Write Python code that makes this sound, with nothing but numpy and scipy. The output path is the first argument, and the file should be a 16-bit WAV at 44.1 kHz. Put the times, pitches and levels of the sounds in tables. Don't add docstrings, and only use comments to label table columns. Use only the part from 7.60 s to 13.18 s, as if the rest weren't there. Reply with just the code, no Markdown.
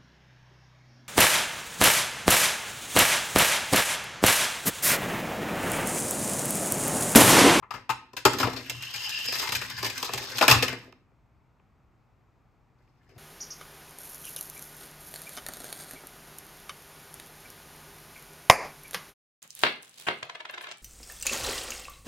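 import sys
import numpy as np
from scipy import signal
from scipy.fft import rfft, irfft, next_fast_len
from scipy.io import wavfile
from scipy.ndimage import uniform_filter1d

SR = 44100
rng = np.random.default_rng(int(sys.argv[2]) if len(sys.argv) > 2 else 0)


def digitize_waveform(pressure):
    field = np.atleast_2d(pressure).T
    bounded = np.clip(field, -1, 1)
    quanta = np.round(bounded * 32767).astype(np.int16)
    wavfile.write(sys.argv[1], SR, quanta)


N = 246078
TIME = np.arange(N) / SR
LEFT_RIGHT = np.array([[1], [-1]])


def undb(db):
    return 10 ** (np.asarray(db) / 20)


def unit(x):
    return x / np.sqrt(np.mean(x ** 2))


def colour(x, points):
    size = next_fast_len(x.shape[-1])
    hz, db = np.transpose(points)
    grid_hz = np.maximum(np.arange(size // 2 + 1) * SR / size, 1)
    gain_db = np.interp(np.log(grid_hz), np.log(hz), db, left=-90)
    return irfft(rfft(x, size) * undb(gain_db), size)[..., :x.shape[-1]]


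def flutter(rate_hz, depth_db):
    hold = int(SR / rate_hz)
    steps = np.repeat(rng.standard_normal(N // hold + 1), hold)
    return undb(depth_db * unit(uniform_filter1d(steps, hold)[:N]))


CORRELATION = dict(table=.99, tower=.9, track=.75, rail=.75, panel=.75, car=.1, crack=.3, air=.8)


def pair(part, scatter_db):
    alike = CORRELATION[part]
    mid, side = rng.standard_normal((2, N))
    size_db = scatter_db * np.clip(rng.standard_normal(N // 40 + 1), -2, 2)
    size = np.repeat(undb(size_db), 40)[:N]
    return unit(size * (np.sqrt(1 + alike) * mid + np.sqrt(1 - alike) * side * LEFT_RIGHT))


def ring(x, modes, spot_db=2.2):
    out, power = 0, 0
    for k, (hz, db, t60_s) in enumerate(modes):
        r = 1000 ** (-1 / (t60_s * SR))
        poles = [1, -2 * r * np.cos(2 * np.pi * hz / SR), r * r]
        drive = x * flutter(18, spot_db)
        gain = (-1) ** k * undb(db) * np.sqrt((1 - r * r) / 2)
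        out = out + gain * signal.lfilter([1, 0, -1], poles, drive)
        power += undb(2 * db)
    return out / np.sqrt(power)


# (frequency [Hz], relative density [dB per Hz])
AIR_SPECTRUM = [(15, -50), (25, -22), (43, -6), (92, -13), (123, -9), (170, -19), (277, -22), (575, -30),
                (818, -26), (1330, -30), (1600, -36), (2500, -38), (3000, -46), (7000, -53), (16000, -60)]
AIR_DB = -63


def air():
    noise = unit(colour(pair("air", .1), AIR_SPECTRUM))
    return undb(AIR_DB) * noise * flutter(1, 0.4) * undb(.6 * LEFT_RIGHT)


# (frequency [Hz], t60 [s])
ROOM_DECAY = [(250, 0.82), (600, 0.29), (2000, 0.41), (6000, 0.36), (14000, 0.083)]
ROOM_DB = -9.5


def room(x):
    t = TIME[:SR // 2]
    decay_hz, decay_s = np.transpose(ROOM_DECAY)
    tail = 0
    for hz in 250 * 2. ** np.arange(7):
        t60_s = np.interp(np.log(hz), np.log(decay_hz), decay_s)
        mid, side = rng.standard_normal((2, len(t)))
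        noise = mid + min(hz / 3000.0, 1) * side * LEFT_RIGHT
        band = colour(noise, [(hz / 2, -40), (hz / 1.4, -3), (hz, 0), (hz * 1.4, -3), (hz * 2, -40)])
        onset = np.clip((t - .004) / 0.0045, 0, 1)
        tail = tail + band * 1000 ** (-t / t60_s) * onset
    tail = tail / np.sqrt(np.sum(tail ** 2) / 2)
    return signal.fftconvolve(x.mean(0, keepdims=True), tail, axes=1)[:, :N]


# (blow gain [dB], rattle gain [dB], then weights [dB per dB] of strength, brightness,
#         hollowness, reach, table weight)}
PARTS = dict(panel=(-1.5, -1.8, 1.054, 0.0078, -0.038, 0.0095, 0.0093),
         rail=(-6.5, -7, 0.88, 0, 0.13, 0, 0), car=(-8, -5, 0.98, 0.89, 0, 0, 0),
         track=(1.8, -.8, 1, 0, 1, 0.039, 0.021), tower=(2, -0.6, 1, 0, 0, 1, 0),
         crack=(-6.5, -7.5, 1, 1.06, 0, 0, 0), table=(-5.5, 0, 1, 0, 0, 0, 1))


def answer(part, rows):
    return np.array(rows)[:, 1:6] @ np.array(PARTS[part][2:])


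# (time [s], strength [dB], brightness [dB], hollowness [dB], reach into tower [dB],
#  weight on table [dB], clatter t60 [s], left-right lean [dB])
BLOWS = [(0.025, -52.5, -31, 7.5, -1.5, 0, 0.13, 7.5), (0.1074, -33.0, -6, 0.0, -17, -23.5, 0.084, 9),
         (0.1388, -38.0, -6.0, 0.5, -6.5, -6.0, 0.17, 9.5),
         (0.2929, -27, -5.5, 6.0, -9.5, -14.0, 0.087, 10), (0.2994, -28.0, 1, 2.5, -11.0, -9.0, 0.091, 4.5),
         (0.5329, -52.0, 4, 2.0, 8.0, 3.5, 0.042, 8), (0.5666, -32.5, 2.5, -8.5, -15, -18.5, 0.11, 8.0),
         (0.6519, -13.5, 1.5, 4.5, -2.5, -9.5, 0.089, 5.5), (0.7332, -47, 17.0, 17, 4, 13, 0.043, 9.5),
         (0.7851, -36.0, 8.5, 4.0, -13, -21.0, 0.057, -6.0), (0.7998, -28.5, 2, -0.5, -1.5, -7, 0.18, 5.5),
         (0.8295, -26.5, -2.0, 5.0, -17, 2.5, 0.084, 6.5), (0.8703, -29.5, -11.0, -3.5, 2, -3, 0.063, 11.0),
         (0.931, -46.0, 6.0, 9.0, 0.0, 9, 0.08, 7.5), (0.9627, -41, 3, -8, -4, -10, 0.15, 14),
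         (1.0969, -28.0, 7, -32, -27.0, -35, 0.045, -2.0),
         (1.2227, -38.5, 4.5, -19, -42.0, -11, 0.074, -3.0),
         (1.3382, -34.5, 0.5, -29.5, -35.5, -17, 0.15, 4.0),
         (1.3602, -36.5, 7, -29, -31.5, -29.5, 0.036, 7.0), (1.4922, -38, 6, -12, -35.5, -36.5, 0.064, 4.0),
         (1.6835, -33.0, 3.5, -7, -7, -24, 0.043, 6.0), (1.7225, -36.0, 6.0, -3.5, -6.0, -14, 0.13, 6.0),
         (1.7536, -27.0, -2.0, -16, -28, -22, 0.061, 8.0), (1.796, -32.5, 0, -12, -11.5, -18, 0.052, 13.5),
         (1.824, -31.0, -14.0, -5, -16, -14, 0.065, 7.5), (1.872, -29.5, -3, -15, -22, -24.5, 0.063, 7.0),
         (1.8901, -32.0, 4.0, -4.5, -13.0, -18.0, 0.046, 9.0),
         (1.921, -33.5, 10.5, -1.5, -3.5, -2, 0.087, 3.5), (1.9506, -24.5, 1.0, -18, -33, -13, 0.082, 7.5),
         (2.0144, -28.5, -6.0, -10.5, -11.5, -18.5, 0.061, 9.5),
         (2.0997, -40.5, 8, -7.0, -18, -6.0, 0.063, 6.0), (2.175, -42.5, -3.5, -11, -24, 0, 0.24, 6.0),
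         (2.2275, -31.0, 2.0, -5, -2, -11.0, 0.065, 5.0), (2.2451, -35.0, 8.5, -3, -3, -10.0, 0.11, 4.0),
         (2.2634, -27.5, -0.5, -12, -9.5, -16, 0.073, 1.0),
         (2.299, -31.5, 1.5, -13, -21, -14.5, 0.044, 6.5), (2.3781, -44.5, 16, -15, -5.5, -4.5, 0.038, 1.0),
         (2.4276, -31.5, 12.0, 2.5, -2, -23.5, 0.029, 6.5), (2.445, -38, 9.5, -1.5, -9.5, -14, 0.069, 5.0),
         (2.4907, -35.0, -4.0, 5.0, -4.5, -9.0, 0.027, 4.5),
         (2.5349, -31.0, 7.5, -5.0, -10.0, -7.5, 0.05, 4.0),
         (2.5765, -31.5, 4.5, -6.5, -11.5, -16.5, 0.056, 4.5),
         (2.719, -38.5, 3.5, -7.5, -7.5, -12.5, 0.027, 4.5),
         (2.7833, -31.0, 8.5, 0.5, -26.0, -18.0, 0.047, 5.0),
         (2.8115, -17.5, -4.5, -0.5, -3.5, -30.5, 0.061, 7.5),
         (2.8237, -20.0, 0.5, 4.0, -7, -20.0, 0.11, 8.0), (2.8802, -6, -3, -9, -14, -23.5, 0.066, 4),
         (2.895, -24.5, 7, 3.5, -3.5, -3.5, 0.21, 4.0), (2.911, -10, 3.0, -7, -15.5, -12, 0.081, 5),
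         (3.0248, -16.5, -0.5, -11.5, -8.5, -33.5, 0.052, 5.5),
         (3.0312, -28.0, 6.0, -2, -6, -4, 0.086, 5.0), (3.08, -25.0, -4.5, -10, -15, -21, 0.071, 8.0),
         (3.1276, -29.5, -7, -8, -5.5, -13.5, 0.045, 8.0), (5.4904, -63, -4.0, -12.0, 2.0, 2.5, 0.17, 6),
         (5.5605, -67.5, -3.5, -2, 13.5, 26.5, 0.061, 9.0)]
TICKS = [(1.109, -50, -8, 4, 9, -8, .008, 8), (3.325, -45, -6, -4, -8, -7, .008, -6),
         (3.516, -74, -14, 7, 9, 7, .008, 2), (3.997, -61, -26, -1, -3, -5, .008, 0),
         (5.205, -73, -6, -4, 3, 9, .008, 1), (5.277, -62, -18, -16, -14, -8, .008, 1)]
HITS = BLOWS + TICKS


def blows(part, stretch, rise_s, lean, clatter, strike_db):
    power, strike = np.zeros((2, 2, N))
    for row, db in zip(HITS, answer(part, HITS)):
        start = int(row[0] * SR)
        t = TIME[:min(SR // 2, N - start)]
        size = undb(db + lean * LEFT_RIGHT * row[7])
        t60_s = max(stretch * row[6], .003)
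        shape = (1 - np.exp(-t / rise_s)) * 1000 ** (-t / t60_s)
        power[:, start:start + len(t)] += (size * shape) ** 2
        strike[:, start:start + 1] += size
    return clatter * np.sqrt(power) + undb(strike_db) * strike


def wobbling(curves, depth_db):
    gain = 0
    for curve in curves:
        time_s, level_db = np.transpose(curve)
        gain = gain + undb(np.interp(TIME, time_s, level_db, left=-120, right=-120))
    return gain * flutter(45, depth_db) * flutter(140, 2.3) * undb(1.5 * LEFT_RIGHT)


# (time [s], strength [dB], brightness [dB], hollowness [dB], reach into tower [dB], weight on table [dB])
ROLL = [(0.65, -58, -1, .5, -6.5, -3), (0.73, -47, -3, -3, 1, -.5), (0.79, -54, 4.5, 7, 4, 0),
        (0.84, -44, 1, 3, 4.5, 7), (0.96, -52.5, -6, -0.5, -4, -5.5), (1.05, -51, -2, -11, -9, -9),
        (1.16, -54.5, 8, -2, -25, 1.5), (1.32, -54, 11, -2.5, -12, -7.5), (1.53, -43.5, 7, -8.5, -38, -21),
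        (1.67, -50, 10, -13, -27, -13), (1.82, -42.5, 7.5, 1.5, -11, -10.5), (2.02, -47, 5, -4.5, -15, -2),
        (2.15, -48, 2, -6, -24, -5.5), (2.28, -49.5, 5, -7, -11.5, -2), (2.44, -48, 5, -3, -9.5, -12.5),
        (2.55, -46, 6, -3, -4.5, 1), (2.7, -46, 4.5, -5, -10, -10), (2.84, -44, 3.5, -4.5, -11, -12),
        (2.95, -37.5, -1.5, 6.5, -3.5, 12), (3.02, -53, .5, 3, -12, -8.5), (3.11, -49, -3, 0, -16, -1),
        (3.3, -70, .5, 3.5, 8, 8.5)]
FAINT_RUSTLE = [(5.18, -85, 1, -5, 1, 12), (5.39, -88, 1.92, -2, -1, 12), (5.58, -75, 0.92, -8, 10, 6)]


def rattling(part):
    curves = [np.c_[np.array(rows)[:, 0], answer(part, rows)] for rows in (ROLL, FAINT_RUSTLE)]
    return undb(PARTS[part][1]) * wobbling(curves, 3.3)


def shaken(part, scatter_db=3.1, **contact):
    grit = pair(part, scatter_db)
    hits = blows(part, clatter=grit, **contact)
    return undb(PARTS[part][0]) * hits + grit * rattling(part)


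# (frequency [Hz], relative level [dB], t60 [s])
TABLE_MODES = [(57.6, -14, 0.25), (81, -9, .1), (121.66, 1.5, .22), (205.2, -14, 0.05), (263, -13.5, .06)]
SHUDDER_DB, SHUDDER_RISE_S, SHUDDER_STRETCH = -7, 0.038, 2.2


def table_top():
    grit = pair("table", .1)
    push = blows("table", 0.27, 0.0013, .12, clatter=0.97, strike_db=-39)
    shudder = blows("table", SHUDDER_STRETCH, SHUDDER_RISE_S, .15, clatter=grit, strike_db=-60)
    rumble = grit * rattling("table")
    drive = undb(PARTS["table"][0]) * push + undb(SHUDDER_DB) * shudder + rumble
    return ring(drive, TABLE_MODES, 0.3)


# (frequency [Hz], relative level [dB], t60 [s])
TOWER_MODES = [(255, -7, 0.038), (380, -2, 0.053), (456, -4, 0.053), (514, -3, 0.074), (582.7, -3, 0.023),
               (676, -3, 0.027)]


def tower():
    return ring(shaken("tower", stretch=1.0, rise_s=0.0013, lean=0.38, strike_db=21), TOWER_MODES)


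# (frequency [Hz], relative level [dB], t60 [s])
PANEL_MODES = [(2288, -3, 0.017), (2453, -1, .035), (2660, -0.5, .02), (2973, -4.5, 0.018),
               (3214, -7.5, .015)]


def panel():
    return ring(shaken("panel", stretch=.9, rise_s=0.0011, lean=0.35, strike_db=18), PANEL_MODES)


# (frequency [Hz], relative level [dB], t60 [s])
RAIL_MODES = [(1580, -0.05, 0.014), (1744, 0.65, .025), (1878, -2.3, 0.023), (2110, -4.5, 0.057)]


def rail():
    return ring(shaken("rail", stretch=1.0, rise_s=0.0023, lean=0.33, strike_db=11), RAIL_MODES)


# (frequency [Hz], relative level [dB], t60 [s])
TRACK_MODES = [(805.4, -9.5, 0.037), (888.8, -9, 0.074), (993, -5.5, 0.035), (1115, -5, 0.023),
               (1246, -6, 0.05), (1384, -8, 0.019)]


def track():
    return ring(shaken("track", stretch=0.94, rise_s=0.00087, lean=0.45, strike_db=19.4), TRACK_MODES)


# (frequency [Hz], relative density [dB per Hz])
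CRACK_SPECTRUM = [(200, -8), (1000, -8), (3000, 1.5), (6000, -1), (8500, -3), (12000, -5), (14500, -6),
                  (16000, -21.5)]


def crack():
    filter_rms = np.std(colour(rng.standard_normal(N), CRACK_SPECTRUM))
    force = shaken("crack", stretch=0.91, rise_s=0.00037, lean=0.21, strike_db=6.8)
    return colour(force, CRACK_SPECTRUM) * undb(4.5) / filter_rms


def swell(start_s, full_s, fading_s, gone_s, first_db, full_db):
    return [(start_s, first_db), (full_s, full_db), (fading_s, full_db), (gone_s, full_db - 18)]


# (frequency [Hz], relative level [dB], t60 [s])
WHEEL_MODES = [(2420, -11.5, .03), (2763, 1, 0.037), (3040, -2.5, .04), (3200, -7, .03)]
# (start [s], full [s], fading [s], gone [s], first level [dB], full level [dB])
WHEELS_SING = (1.11, 1.42, 1.7, 1.74, -50.5, -38.5)


def wheels():
    return ring(pair("panel", 3.4) * wobbling([swell(*WHEELS_SING)], 2.2), WHEEL_MODES)


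# (frequency [Hz], relative level [dB], t60 [s])
AXLE_MODES = [(4720, -5, 0.056), (5010, 1.5, .04), (5300, -5, .02)]
# (start [s], full [s], fading [s], gone [s], first level [dB], full level [dB])
AXLES_SING = (1.33, 1.43, 1.81, 1.86, -54, -40)


def axles():
    return ring(pair("car", 2.8) * wobbling([swell(*AXLES_SING)], 3.5), AXLE_MODES)


# (frequency [Hz], relative level [dB], t60 [s])
CAR_MODES = [(3600, -5, .008), (3950, -4, .01), (4300, -4, .008), (4750, -2, .012), (5100, 0, .012),
             (5400, -3, .01), (5900, -5, .008), (6600, -8, .006)]


def car():
    return ring(shaken("car", stretch=1.0, rise_s=0.00033, lean=1.0, strike_db=11), CAR_MODES)


def toy():
    structure = table_top() + tower() + panel() + rail() + track()
    return structure + crack() + wheels() + axles() + car()


def scene():
    near = toy()
    return air() + undb(ROOM_DB) * room(near) + near


BASS_HZ, TOP_HZ = 46.7, 16500
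PORT_HZ, PORT_LAG_S, ONE_WAVE_SHARE = 6260, 0.0001502, .85


def record(dry):
    size = next_fast_len(N)
    both = rfft(dry, size)
    hz = np.arange(size // 2 + 1) * SR / size
    share = ONE_WAVE_SHARE / (1 + (PORT_HZ / np.maximum(hz, 1)) ** 12)
    lag = np.exp(-2j * np.pi * hz * PORT_LAG_S)
    one_wave = both[1] * np.array([lag, np.ones(len(hz))])
    out = irfft(both + share * (one_wave - both), size)[:, :N]
    out = signal.sosfilt(signal.butter(2, BASS_HZ, "high", fs=SR, output="sos"), out)
    out = .93 * np.tanh(out / .93)
    return signal.sosfilt(signal.ellip(14, .2, 120, TOP_HZ, fs=SR, output="sos"), out)


dry = scene()
out = record(dry)
digitize_waveform(out)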